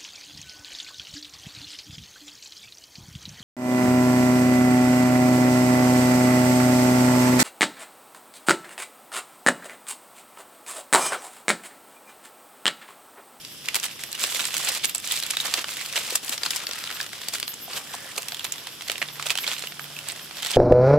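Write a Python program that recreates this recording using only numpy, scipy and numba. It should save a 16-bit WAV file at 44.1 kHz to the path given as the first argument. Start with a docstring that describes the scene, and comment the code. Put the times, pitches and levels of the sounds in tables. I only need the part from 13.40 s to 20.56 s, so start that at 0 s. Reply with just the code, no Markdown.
"""Peeling a charred leaf parcel

Hands peel the charred leaf wrapping off a roasted parcel, close to a phone in a kitchen. Each pull
sets off a crackle of tiny fractures while the limp inner leaves rub; folds crunch, flakes snap, loose
leaves scrape and the parcel bumps. A small room answers faintly, over steady hiss, a low hum that
swells twice and a thin pulsing chirp."""
import sys
import numpy as np
from scipy import signal
from scipy.fft import rfft, irfft, next_fast_len
from scipy.io import wavfile
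from scipy.ndimage import uniform_filter1d
from numba import njit

SR = 44100
rng = np.random.default_rng(int(sys.argv[2]) if len(sys.argv) > 2 else 0)


def transcribe(signal):
    """Save signal, clipped to [-1, 1], as a 16-bit WAV file at the path in sys.argv[1]."""
    frames = np.atleast_2d(signal).T
    limited = np.clip(frames, -1, 1)
    pcm = np.round(limited * 32767).astype(np.int16)
    wavfile.write(sys.argv[1], SR, pcm)


N = 315888
GRAIN = 1024  # samples in one fracture
SIDES = np.array([[1], [-1]])  # left, right
FLAKE_HZ = 3280  # pitch of a typical flake

# single flakes breaking off: (time [s], level [dB], pitch [Hz], ring strength [dB], treble [dB])
SNAPS = [(0.049, -31.5, 4500, 12, -3), (0.2858, -17, 2230, 10, -4), (0.3446, -17.5, 3880, 0, 0),
         (0.355, -15.5, 3490, -6, 12), (0.363, -20, 9500, 8, 11), (.3988, -25, 6100, 11, 3),
         (.43, -27, 4500, -2, 4), (.463, -31, 3000, 0, 0), (.5141, -42, 5500, 3, 8),
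         (0.441, -22, 2560, 11, 9), (0.6365, -24.5, 2060, 9, 7), (.716, -31, 7500, 8, 8),
         (0.7282, -25, 4150, 10, 6), (0.7502, -26, 2960, 9, 0), (0.813, -27, 7000, 4, 8),
         (0.8391, -17.5, 3020, 5, -12), (0.872, -31, 2900, 12, -3), (.9465, -28, 3500, 4, -6),
         (0.994, -22, 1400, 13, 1), (0.999, -21, 4000, -3, -2), (1.006, -21.5, 3060, 9, -4),
         (1.041, -27, 3600, 8, -7), (1.0533, -19, 8400, 10, -1), (1.106, -29, 2240, 8, -3),
         (1.1412, -21.5, 6240, 4, 2), (1.1673, -19.5, 8100, 3, 2), (1.1798, -21.5, 4560, 2, 9),
         (1.248, -22, 7500, 17, 6), (1.3496, -24.5, 4780, 4, 5), (1.4451, -19, 2050, 4, -9),
         (1.4951, -26, 7960, 0, 13), (1.5484, -18, 8000, 10, 9), (1.5804, -25, 7900, 15, 8),
         (1.6, -32, 3820, 9, 12), (1.644, -30.5, 5500, 19, -14), (1.674, -24.5, 7400, 9, -1),
         (1.712, -19.5, 3580, 27, 11), (1.721, -18, 8180, -10, 19), (1.7645, -24, 4000, 11, -2),
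         (1.8, -24, 4000, -3, 9), (1.8257, -24, 4400, 6, 1), (1.835, -22, 4180, 12, 7),
         (1.8642, -25, 5340, 0, 9), (1.9386, -34, 3420, 7, -1), (1.9697, -16, 3730, 10, -1.5),
         (2.0014, -17.5, 3800, 17, 0), (2.1392, -12.5, 4700, 5.5, -2), (2.2426, -22.5, 1390, 6, -11),
         (2.2842, -27.5, 2300, 6, -8), (2.29, -29.5, 1510, 13, -2), (2.3092, -29, 4400, 4, 7),
         (2.411, -31, 3180, 4, -3), (2.4606, -27, 4560, 7, 7), (2.535, -30, 2170, 10, -10),
         (2.564, -20, 2920, 8, -2), (2.5765, -20, 2180, 16, 0), (2.663, -31, 4500, 5, -4),
         (2.701, -30, 7490, -9, 0), (2.7058, -23, 4500, 11, 9), (2.7555, -14.5, 7700, 2, 9),
         (2.846, -28.5, 8000, 0, 11), (2.8807, -28, 4500, 7, 4), (2.894, -21, 8000, 5, 7),
         (2.9787, -24, 5240, 13, -5), (3.0338, -18, 4600, 10, -5), (3.062, -19, 4600, 14, -3),
         (3.106, -21, 5030, 15, 6), (3.108, -20, 7750, -4, 3), (3.1153, -29, 7000, 1, 10),
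         (3.149, -28, 4200, 6, 5), (3.161, -22.5, 5000, 8, 7), (3.166, -23, 5350, 12, 7),
         (3.2687, -21.5, 4700, 11, -2), (3.3112, -24.5, 5700, 10, -11), (3.4392, -26, 4610, 12, -6),
         (3.2903, -30, 2500, -2, -2), (3.333, -27, 4440, 16, 1), (3.357, -31.5, 2000, 4, 1),
         (3.3748, -40, 3500, 2, -9), (3.3869, -30.5, 4500, 5, 14), (3.4733, -26, 3030, 17, -12),
         (3.512, -27.5, 2500, 7, -7), (3.6022, -22.5, 1700, 18, -3), (3.6118, -22.5, 4850, 17, 4),
         (3.6286, -30, 2000, 3, 7), (3.642, -35, 3500, 0, 3), (3.6635, -30.5, 3500, -6, -3),
         (3.731, -29.5, 2140, 15, 0), (3.816, -31, 3500, 6, -4), (3.8847, -20, 4690, 9, 10),
         (3.938, -23, 4770, 14, 2), (3.953, -28, 1630, 15, 2), (3.983, -30, 2000, 3, 0),
         (3.9996, -23, 2690, 6, 5), (4.0285, -20.5, 4870, 9, -7), (4.0788, -24, 4150, 9, 2),
         (4.1392, -30, 7000, 14, 0), (4.333, -27.5, 4440, 21, -2), (4.7626, -31, 4560, 9, 6),
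         (4.779, -23, 3660, -13, -13), (4.8205, -30, 8000, 2, 4), (4.8298, -31, 5340, 3, 1),
         (4.884, -24, 5860, 4, 4), (4.9206, -25.5, 4520, 4, -7), (4.945, -25.5, 3430, 8, 5),
         (4.9937, -26, 3300, 12, 0), (5.007, -32, 3000, 10, -7), (5.0434, -23, 3450, -5, 4),
         (5.0507, -24.5, 3140, 0, -9), (5.1221, -20, 6850, 11, 7), (5.1583, -35, 3400, 3, -2),
         (5.181, -33, 3400, 6, -5), (5.2699, -27.5, 3600, 1, -4), (5.4089, -31, 2970, -6, -9),
         (5.4207, -30, 4560, 1, -1), (5.4981, -18, 2840, 7, -10), (5.507, -30, 3500, 1, -2),
         (5.58, -27.5, 3000, -1, 1), (5.5168, -22, 2760, 7, 2), (5.556, -27.5, 2870, 15, -15),
         (5.6171, -18.5, 2160, 15, -18), (5.6255, -20, 2250, 12, -10), (5.7968, -25, 1370, 16, -6),
         (5.8255, -25, 2950, 2, -3), (5.8675, -27, 3000, -5, -2), (5.887, -30, 3500, 4, 2),
         (5.897, -21, 2600, 13, -4), (5.9043, -13.5, 2550, 8.5, -2.5), (5.954, -22, 2630, -9, -6.5),
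         (5.975, -21, 3280, 8, 5), (5.986, -20.5, 3140, 2, -7), (6.037, -28, 3230, 8, -8),
         (6.0421, -24, 2200, 10, -5), (6.0659, -24, 3190, 11, -7), (6.0772, -18, 4200, 9.5, -7),
         (6.1247, -29, 3000, -2, 1), (6.1929, -29.5, 7670, 0, 8), (6.238, -30.5, 1490, 1, -16),
         (6.2713, -26, 2820, 12, -2), (6.321, -32, 1800, -1, -12), (6.3941, -27, 1350, 19, -5),
         (6.441, -34.5, 3320, 9, -5), (6.565, -30, 2700, 20, 0), (6.5883, -27.5, 2720, 8, -1),
         (6.686, -23, 8300, 10, 7), (6.7197, -29.5, 8050, 21, 5), (6.91, -32, 2000, 9, -14),
         (6.9694, -31, 2500, 0, -1), (7.0228, -29, 3000, 7, 0), (7.0289, -25, 3140, 9, -2),
         (7.0482, -23, 3530, -1, -2), (7.0613, -22.5, 3920, 3, -4), (7.0683, -24.5, 4000, 8, 2),
         (7.107, -24.5, 8100, 14, 9), (7.1147, -22.5, 4960, 16, 12), (7.138, -26, 3070, 24, -12),
         (7.146, -24.5, 3000, 13, -18)]
# tone colour of the leaves: (frequency [Hz], level [dB])
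LEAF_SPECTRUM = [(59, -42), (100, -12), (150, -8), (373, -12), (433, -8), (930, -7), (2580, -1), (3540, 0),
                 (6020, -6), (7940, -4), (9020, -8), (12700, -11), (15000, -14.5), (16000, -23)]


def undb(db):
    """Decibels to gain."""
    return 10 ** (np.asarray(db) / 20)


def unit(x):
    """Scale to rms 1."""
    return x / np.sqrt(np.mean(x ** 2) + 1e-20)


def freqs(size):
    """Frequencies of a spectrum, the first kept above zero."""
    return np.maximum(np.arange(size // 2 + 1) * SR / size, 1)


def shape(points, hz):
    """Gain of a (frequency [Hz], level [dB]) curve at the given frequencies."""
    at, db = np.transpose(points)
    return undb(np.interp(np.log(hz), np.log(at), db))


def causal(gain):
    """Minimum-phase spectrum with this gain: sharp attack, ringing after."""
    cepstrum = irfft(np.log(gain + 1e-6))
    half = len(cepstrum) // 2
    cepstrum[1:half] *= 2
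    cepstrum[half + 1:] = 0
    return np.exp(rfft(cepstrum))


def resonance(hz, centre_hz, q):
    """Gain of one damped mode."""
    return 1 / np.sqrt(1 + (q * (hz / centre_hz - centre_hz / hz)) ** 2)


def wander(rate_hz):
    """Random modulation: glides from value to value, spread near 1."""
    return np.interp(np.arange(N) / SR * rate_hz, np.arange(2048), rng.standard_normal(2048))


def envelope(start, length, attack_s=0.018, release_s=0.011):
    """Rise, hold, die away; by default as quick as a pull of the hand."""
    t = np.arange(N) / SR - start
    return np.clip(t / attack_s, 0, 1) * np.exp(-np.clip((t - length) / release_s, 0, 20))


def mic_pair(mid, side, hz, bass_width, wide_hz=5400, lag_s=.00002):
    """Spectra at two close microphones: narrow bass, wide treble, the left a little late."""
    width = np.clip(bass_width + (1 - bass_width) * hz ** 2 / (hz ** 2 + wide_hz ** 2), 0, 1)
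    delay = np.exp(-1j * np.pi * hz * lag_s * SIDES)
    return (mid + SIDES * width * side) / np.sqrt(1 + width ** 2) * delay


def room_tone(level_db=-43.3):
    """The steady hiss of the kitchen."""
    # colour of the room noise: (frequency [Hz], level [dB])
    colour = [(25, -26), (50, -16.5), (110, -4.5), (320, -6), (480, -10.5), (900, -18), (2200, -13.5),
              (2950, -4.5), (3400, -3.5), (4200, -12), (5300, -4), (7000, -21), (11300, -11),
              (12400, -18.5), (15200, -17), (15900, -40)]
    size = next_fast_len(N, real=True)
    hz = freqs(size)
    mid, side = rfft(rng.standard_normal((2, size)))
    spectrum = mic_pair(mid, side, hz, bass_width=0.49, wide_hz=4400) * shape(colour, hz)
    return unit(irfft(spectrum, size)[:, :N]) * undb(level_db)


def hum(pitch_hz=147.4, drift=0.011, floor_db=-66, waver_db=2):
    """A low, wavering hum that swells twice, as of a motor far away."""
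    # swells of the hum: (start [s], length [s], level [dB])
    swells = [(5.55, 0.23, -57), (6.32, 0.29, -58.5)]
    phase = 2 * np.pi * np.cumsum(pitch_hz * (1 + drift * wander(9))) / SR
    gain = undb(floor_db)
    for start, length, db in swells:
        gain = gain + undb(db) * envelope(start, length, attack_s=0.12, release_s=0.24)
    return np.sqrt(2) * np.sin(phase) * gain * undb(waver_db * wander(12))


def chirp(pitch_hz=12500, level_db=-46, pulse_hz=7.297, first_s=.124, half_s=0.03, waver_db=6.0):
    """A thin, very high chirp in even pulses, as of a bush cricket outside."""
    size = next_fast_len(N, real=True)
    band = resonance(freqs(size), pitch_hz, q=8) ** 2
    rasp = unit(irfft(rfft(rng.standard_normal((2, size))) * band, size)[:, :N])
    cycles = (np.arange(N) / SR - first_s) * pulse_hz
    from_peak_s = ((cycles + .5) % 1 - .5) / pulse_hz
    return rasp * np.exp(-(from_peak_s / half_s) ** 2) * undb(level_db + waver_db * wander(8.8))


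def room(x, t60=0.11, wet_db=-16.0, damp_hz=6000, predelay_s=.005):
    """The kitchen walls return a faint, short, duller tail."""
    t = np.arange(SR // 2) / SR
    tail = rng.standard_normal((2, len(t))) * np.exp(-np.log(1000) * t / t60) * (t > predelay_s)
    tail = signal.sosfilt(signal.butter(1, damp_hz, fs=SR, output="sos"), tail)
    tail = unit(tail) / np.sqrt(len(t))
    return x + undb(wet_db) * signal.oaconvolve(x, tail, axes=1)[:, :N]


def fracture(gain, t60, rise_s=0.00095, tail_db=-26, tail_t60=1.0, uneven=0.72, click=0, ring=1):
    """One break: a run of micro-cracks rings the flake, then scatters, unpitched, off nearby leaves."""
    t = np.arange(GRAIN) / SR
    cracks = rng.standard_normal((2, GRAIN))
    cracks *= np.exp(uneven * np.clip(rng.standard_normal(GRAIN), -2, 2))
    cracks *= np.minimum(t / rise_s, 1) ** 2
    fall = -np.log(1000) * np.maximum(t - rise_s, 0)
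    run = cracks * np.exp(fall / t60)
    run[[0, 1], [0, 2]] += click * rng.choice([-1, 1], 2)  # a brittle flake starts with one clean crack
    scatter = cracks * undb(tail_db) * np.exp(fall / tail_t60)
    mid, side = rfft(run) * causal(gain * ring) + rfft(scatter) * causal(gain)
    return irfft(mic_pair(mid, side, freqs(GRAIN), bass_width=0.29))


def place(out, s, grain, db):
    """Mix in one grain, its level taken as if its energy fell within 7.5 ms."""
    rms = np.sqrt((grain ** 2).sum(axis=1, keepdims=True) / (.0075 * SR))
    start = int(s * SR)
    out[:, start:start + GRAIN] += grain / rms * undb(db)


@njit
def shower(starts, sizes, picks, flakes):
    """Every crack sounds one of the flakes, at its own moment and size."""
    out = np.zeros((2, N + GRAIN))
    for k in range(len(starts)):
        for ear in range(2):
            for i in range(GRAIN):
                out[ear, starts[k] + i] += sizes[k] * flakes[picks[k], ear, i]
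    return out[:, :N]


def crackle(band_hz, per_s, spread_db, t60, clumps_db, ring_db, window=2200, count=160):
    """A shower of tiny fractures in one size of flake: many faint ones, a few strong."""
    hz, (low_hz, high_hz) = freqs(GRAIN), band_hz
    gain = shape(LEAF_SPECTRUM, hz) / np.sqrt((1 + (low_hz / hz) ** 6) * (1 + (hz / high_hz) ** 6))
    flakes = []
    for pitch_hz in np.geomspace(low_hz, high_hz, count):
        ring = np.hypot(1, undb(ring_db) * resonance(hz, pitch_hz, q=9))
        flakes.append(fracture(gain, t60, rise_s=0.00014, tail_db=-8, tail_t60=0.11, ring=ring))
    starts = np.flatnonzero(rng.random(N) < per_s / SR)
    sizes = undb(spread_db * np.minimum(rng.exponential(size=N), 4) + clumps_db)
    sizes *= rng.choice([-1, 1], N)
    picks = rng.integers(0, count, N)
    out = shower(starts, sizes[starts], picks[starts], np.array(flakes))
    # a steady pull releases a steady amount of energy, however it is shared among the cracks
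    return out / np.sqrt(uniform_filter1d((out ** 2).mean(axis=0), size=window) + 1e-12)


def bumps(trim_db=2, q=1.4):
    """The soft parcel knocks dully as it shifts under the hands."""
    # knocks on the leaf mat: (time [s], level [dB], pitch [Hz])
    knocks = [(.356, -48, 297), (0.839, -38, 476), (.945, -39, 600), (1.002, -50, 306), (1.17, -49, 277),
              (1.447, -46, 250), (2.181, -42.5, 297), (2.575, -38.5, 520), (2.722, -35.5, 484),
              (2.894, -44, 305), (3.06, -31.5, 1150), (3.064, -46, 238), (3.289, -43, 440),
              (3.88, -43.5, 600), (4.027, -47, 322), (4.278, -40, 680), (4.54, -35.5, 820),
              (4.655, -44.5, 660), (4.782, -37.5, 614), (4.926, -44, 666), (5.621, -47.5, 237),
              (5.958, -45, 710), (7.052, -48, 704), (7.14, -45, 237)]
    out, hz = np.zeros((2, N + GRAIN)), freqs(GRAIN)
    for s, db, pitch_hz in knocks:
        knock = fracture(resonance(hz, pitch_hz, q) ** 2, t60=0.028, rise_s=0.0016)
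        place(out, s, knock, db + trim_db)
    return out[:, :N]


def scrapes(spread=1.07):
    """A sliding leaf catches in quick little jerks that ring one narrow hollow."""
    # a loose leaf drags across its neighbour: (start [s], length [s], level [dB], hollow pitch [Hz])
    drags = [(2.37, .055, -40, 2300), (2.992, 0.67, -48.5, 1360), (4.48, 0.24, -46.5, 1760),
             (4.86, .4, -51, 3380)]
    out = np.zeros((2, N))
    for start, length, db, hz in drags:
        jerks = crackle((hz / spread, hz * spread), per_s=500, spread_db=1.0, t60=0.022,
                        clumps_db=0, ring_db=20, count=24)
        out += undb(db) * envelope(start, length) * jerks
    return out


def crumbs(below_snap_db=20, fade_s=.007):
    """Power of rub, crackle and char as the leaf crumbles after each snap."""
    bursts = np.zeros(N)
    for s, db, *_ in SNAPS:
        bursts[int(s * SR)] += undb(db - below_snap_db) ** 2
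    fading = signal.lfilter([1], [1, -np.exp(-1 / (fade_s * SR))], bursts)
    return fading * undb([[-9], [0], [-2]]) ** 2


def crunches():
    """Power of rub, crackle and char as folds give way: avalanches of cracks that swell and die."""
    # folds crushed or ripped: (time [s], half length [s], level [dB], rub share [dB], char share [dB])
    folds = [(0.36, 0.0082, -25, -7, -4), (0.448, 0.012, -29.5, -11, 1), (0.837, 0.018, -28, -15, 0.5),
             (0.951, 0.029, -31.5, -21, -0.5), (1.29, 0.011, -25.5, -8.5, -1),
             (1.448, 0.0057, -23, -18, 5.5), (1.554, 0.005, -36.5, -8, 9.5),
             (1.908, 0.0036, -24.5, -11, 1.5), (2.059, 0.0077, -32.5, 0, 5),
             (2.183, 0.0088, -28.5, -8.5, -3), (2.57, 0.015, -26, -9, -1.5), (2.758, 0.0037, -29.5, -2, 16),
             (2.929, 0.0079, -28.5, -3, 2.5), (3.026, 0.013, -38, -6, -3), (3.059, 0.0074, -29.5, -11, 1),
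             (3.159, 0.0063, -35.5, -4, 7), (4.374, 0.0063, -31, -2, -1), (4.543, 0.0082, -35, -6, 2),
             (4.782, 0.0041, -32.5, -1, 8.5), (5.048, 0.0037, -31, -7, -4), (5.483, 0.0037, -31, -16, 0),
             (5.868, 0.0065, -29.5, -6, -0.5), (5.913, 0.0056, -28.5, -3, -1), (6.695, 0.021, -34, -10, -8),
             (7.067, 0.02, -33.5, -12, -6)]
    power, t = np.zeros((3, N)), np.arange(N) / SR
    for s, half_s, db, rub_db, char_db in folds:
        near = slice(max(int((s - .08) * SR), 0), int((s + .08) * SR))
        swell = np.exp(-((t[near] - s) / half_s) ** 2)
        power[:, near] += undb(db + np.array([[rub_db], [0], [char_db]])) ** 2 * swell
    return power


def hand_effort(land_s=.23, graze_db=-5.5, build_db=1):
    """Power of rub, crackle and char: a light touch throughout, and pulls that tighten and let go."""
    # fingers on the parcel between pulls: (rub [dB], crackle [dB], char [dB])
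    touch_db = [-57, -48.5, -50.5]
    # pulls at the wrapping: (start [s], length [s], crackle [dB], rub share [dB], char share [dB])
    pulls = [(0.234, 0.29, -43, -15.5, -8), (0.585, 0.054, -40.5, -13.5, -2), (0.708, 0.097, -40, -25, -9),
             (0.778, 0.31, -35, -13, 0.5), (1.104, 0.27, -32.5, -13, -1), (1.35, 0.16, -36.5, -25, -12),
             (1.688, 0.1, -30, -19, -3), (1.619, 0.075, -38, -19, 0.5), (1.794, 0.16, -36.5, -19.5, -6.5),
             (1.97, 0.049, -34.5, -22, -3), (2.016, 0.2, -33.5, -12, -4.5), (2.259, 0.18, -37, -16, -2),
             (2.438, 0.094, -39.5, -13, -2.5), (2.546, 0.22, -34.5, -14, -2.5),
             (2.82, 0.14, -41, -9.5, 2.5), (3.042, 0.16, -37.5, -20, -4), (3.186, 0.059, -38, -10.5, -6),
             (3.273, 0.36, -38.5, -14.5, -6), (3.708, 0.19, -43, -14, -6), (3.92, 0.039, -32.5, -12, 0),
             (4.286, 0.11, -37, -10, -4), (4.366, 0.53, -53, -1, 5.5), (5.017, 0.28, -47.5, -9, -16),
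             (5.437, 0.27, -44.5, -11, -8), (5.762, 0.16, -40.5, -10, -6), (5.956, 0.3, -39, -15, -5.5),
             (6.055, 0.083, -30.5, -14.5, -9), (6.43, 0.43, -50.5, -5, -2), (6.938, 0.26, -39, -13.5, -9),
             (7.083, 0.09, -30.5, -17, -14)]
    t = np.arange(N) / SR
    power = undb(touch_db)[:, None] ** 2 * np.ones(N)
    # the fingers only graze the leaves before they land
    power[:2] *= np.interp(t, [land_s, land_s + 0.018], [undb(graze_db) ** 2, 1])
    for start, length, db, rub_db, char_db in pulls:
        tightening = undb(build_db * (np.clip((t - start) / length, 0, 1) - .5))
        pull = tightening * envelope(start, length)
        power += (undb(db + np.array([[rub_db], [0], [char_db]])) * pull) ** 2
    return power


def peeling(effort, rub_db=4.0, dry_db=-0.76, char_db=0.8, light_pull_db=-49.5):
    """Limp leaf rubs dully, dry leaf crackles, and its burnt skin crumbles in fine ticks."""
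    power = effort * undb([[rub_db], [dry_db], [char_db]]) ** 2
    # under a light pull the dry crackle thins to lone ticks, with stillness between them
    tick_power = power[1] / (1 + effort[1] / undb(light_pull_db) ** 2)
    power[1] -= tick_power
    power += crunches() + crumbs()
    slip_db = 2.5 * wander(170)  # the leaf catches and slips, in all layers at once
    rub = crackle((380, 1600), per_s=900, spread_db=4.5, t60=0.0072, clumps_db=slip_db, ring_db=6)
    dry = crackle((1700, 6200), per_s=850, spread_db=4.7, t60=0.004, clumps_db=slip_db, ring_db=9)
    char = crackle((6000, 15900), per_s=1900, spread_db=5.5, t60=0.006, clumps_db=slip_db, ring_db=4.5)
    sparse = dict(clumps_db=slip_db, window=22000)  # slow levelling keeps the gaps open
    ticks = crackle((1400, 6000), per_s=130, spread_db=3.5, t60=0.007, ring_db=11, **sparse)
    # creases buckle now and then, each with a brief pitch of its own
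    crinkles = crackle((900, 5500), per_s=64, spread_db=6, t60=0.008, ring_db=12, **sparse)
    # the soft filling gives under the fingers
    thuds = crackle((180, 480), per_s=90, spread_db=5, t60=0.015, ring_db=-13, count=40, **sparse)
    out = (np.sqrt(power)[:, None] * np.array([rub, dry, char])).sum(axis=0)
    out += ticks * np.sqrt(tick_power) * undb(-4.5)
    out += crinkles * np.sqrt(effort[1]) * undb(-9)
    return out + thuds * np.sqrt(effort[0]) * undb(-11)


def chips(power, per_s=22, level_db=-38, spread_db=5, typical_pull_db=-39.5, follow=0.61):
    """Lesser flakes come off at random, louder as the pull is harder; rows like those of SNAPS."""
    at = np.flatnonzero(rng.random(N) < per_s / SR)
    loudness, octaves = np.clip(rng.standard_normal((len(at), 2)), -2, 2).T
    levels = level_db + follow * (10 * np.log10(power[at]) - typical_pull_db) + spread_db * loudness
    ring_db, treble_db = 5, -4
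    return [(s, db, hz, ring_db, treble_db) for s, db, hz in zip(at / SR, levels, FLAKE_HZ * 2 ** octaves)]


def snaps(flakes, trim_db=-3.5, body_hz=1200, treble_hz=6200):
    """Flakes break off with a brief ring: small brittle ones thin, large ones full and damped."""
    # deeper layers shed thicker flakes with more bass: (time [s], low cut [Hz])
    depth = [(0.3, 1350), (0.8, 593), (2.6, 560), (3.1, 405), (7.1, 433)]
    out, hz = np.zeros((2, N + GRAIN)), freqs(GRAIN)
    lows = 1 / (1 + (hz / body_hz) ** 4)
    highs = 1 / (1 + (treble_hz / hz) ** 4)
    for s, db, pitch_hz, ring_db, treble_db in flakes:
        low_cut_hz = np.interp(s, *np.transpose(depth))
        leaf = shape(LEAF_SPECTRUM, hz) / np.hypot(1, (low_cut_hz / hz) ** 2)
        # smaller, higher flakes have less body, and so have those burnt more brittle
        body_db = -4 - 2 * np.log2(pitch_hz / FLAKE_HZ) - 0.72 * treble_db
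        shelves = undb(lows * body_db + highs * (treble_db + 1.5))
        q = 10 * min(pitch_hz / FLAKE_HZ, 1) ** 1.4
        ring = np.hypot(1, undb(ring_db + 1) * resonance(hz, pitch_hz, q))
        click = np.interp(db, [-30, -15], [4, 8.5])  # louder snaps have a harder attack
        place(out, s, fracture(leaf * shelves, t60=.0105, click=click, ring=ring), db + trim_db)
    return out[:, :N]


def scene():
    """Crackle, scrapes, bumps and snaps move with the hands, over the kitchen's background."""
    # where the hands work: (time [s], left minus right [dB])
    hands = [(0, -1.7), (1.0, -3.0), (1.8, -2.2), (2.6, -1.4), (3.1, 1.3), (3.7, -1), (4.2, -1),
             (4.8, -2.6), (5.6, -3.8), (6.3, -3.6), (7.16, -2.6)]
    balance_db = np.interp(np.arange(N) / SR, *np.transpose(hands))
    effort = hand_effort()
    leaves = peeling(effort) + scrapes() + bumps() + snaps(SNAPS + chips(effort[1]))
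    return room(leaves * undb(SIDES * balance_db / 2)) + room_tone() + hum() + chirp()


def record(dry, top_hz=15850):
    """The phone rounds the highest peaks and cuts the top."""
    return signal.sosfilt(signal.ellip(8, .2, 70, top_hz, fs=SR, output="sos"), np.tanh(dry))


dry = scene()
out = record(dry)
transcribe(out)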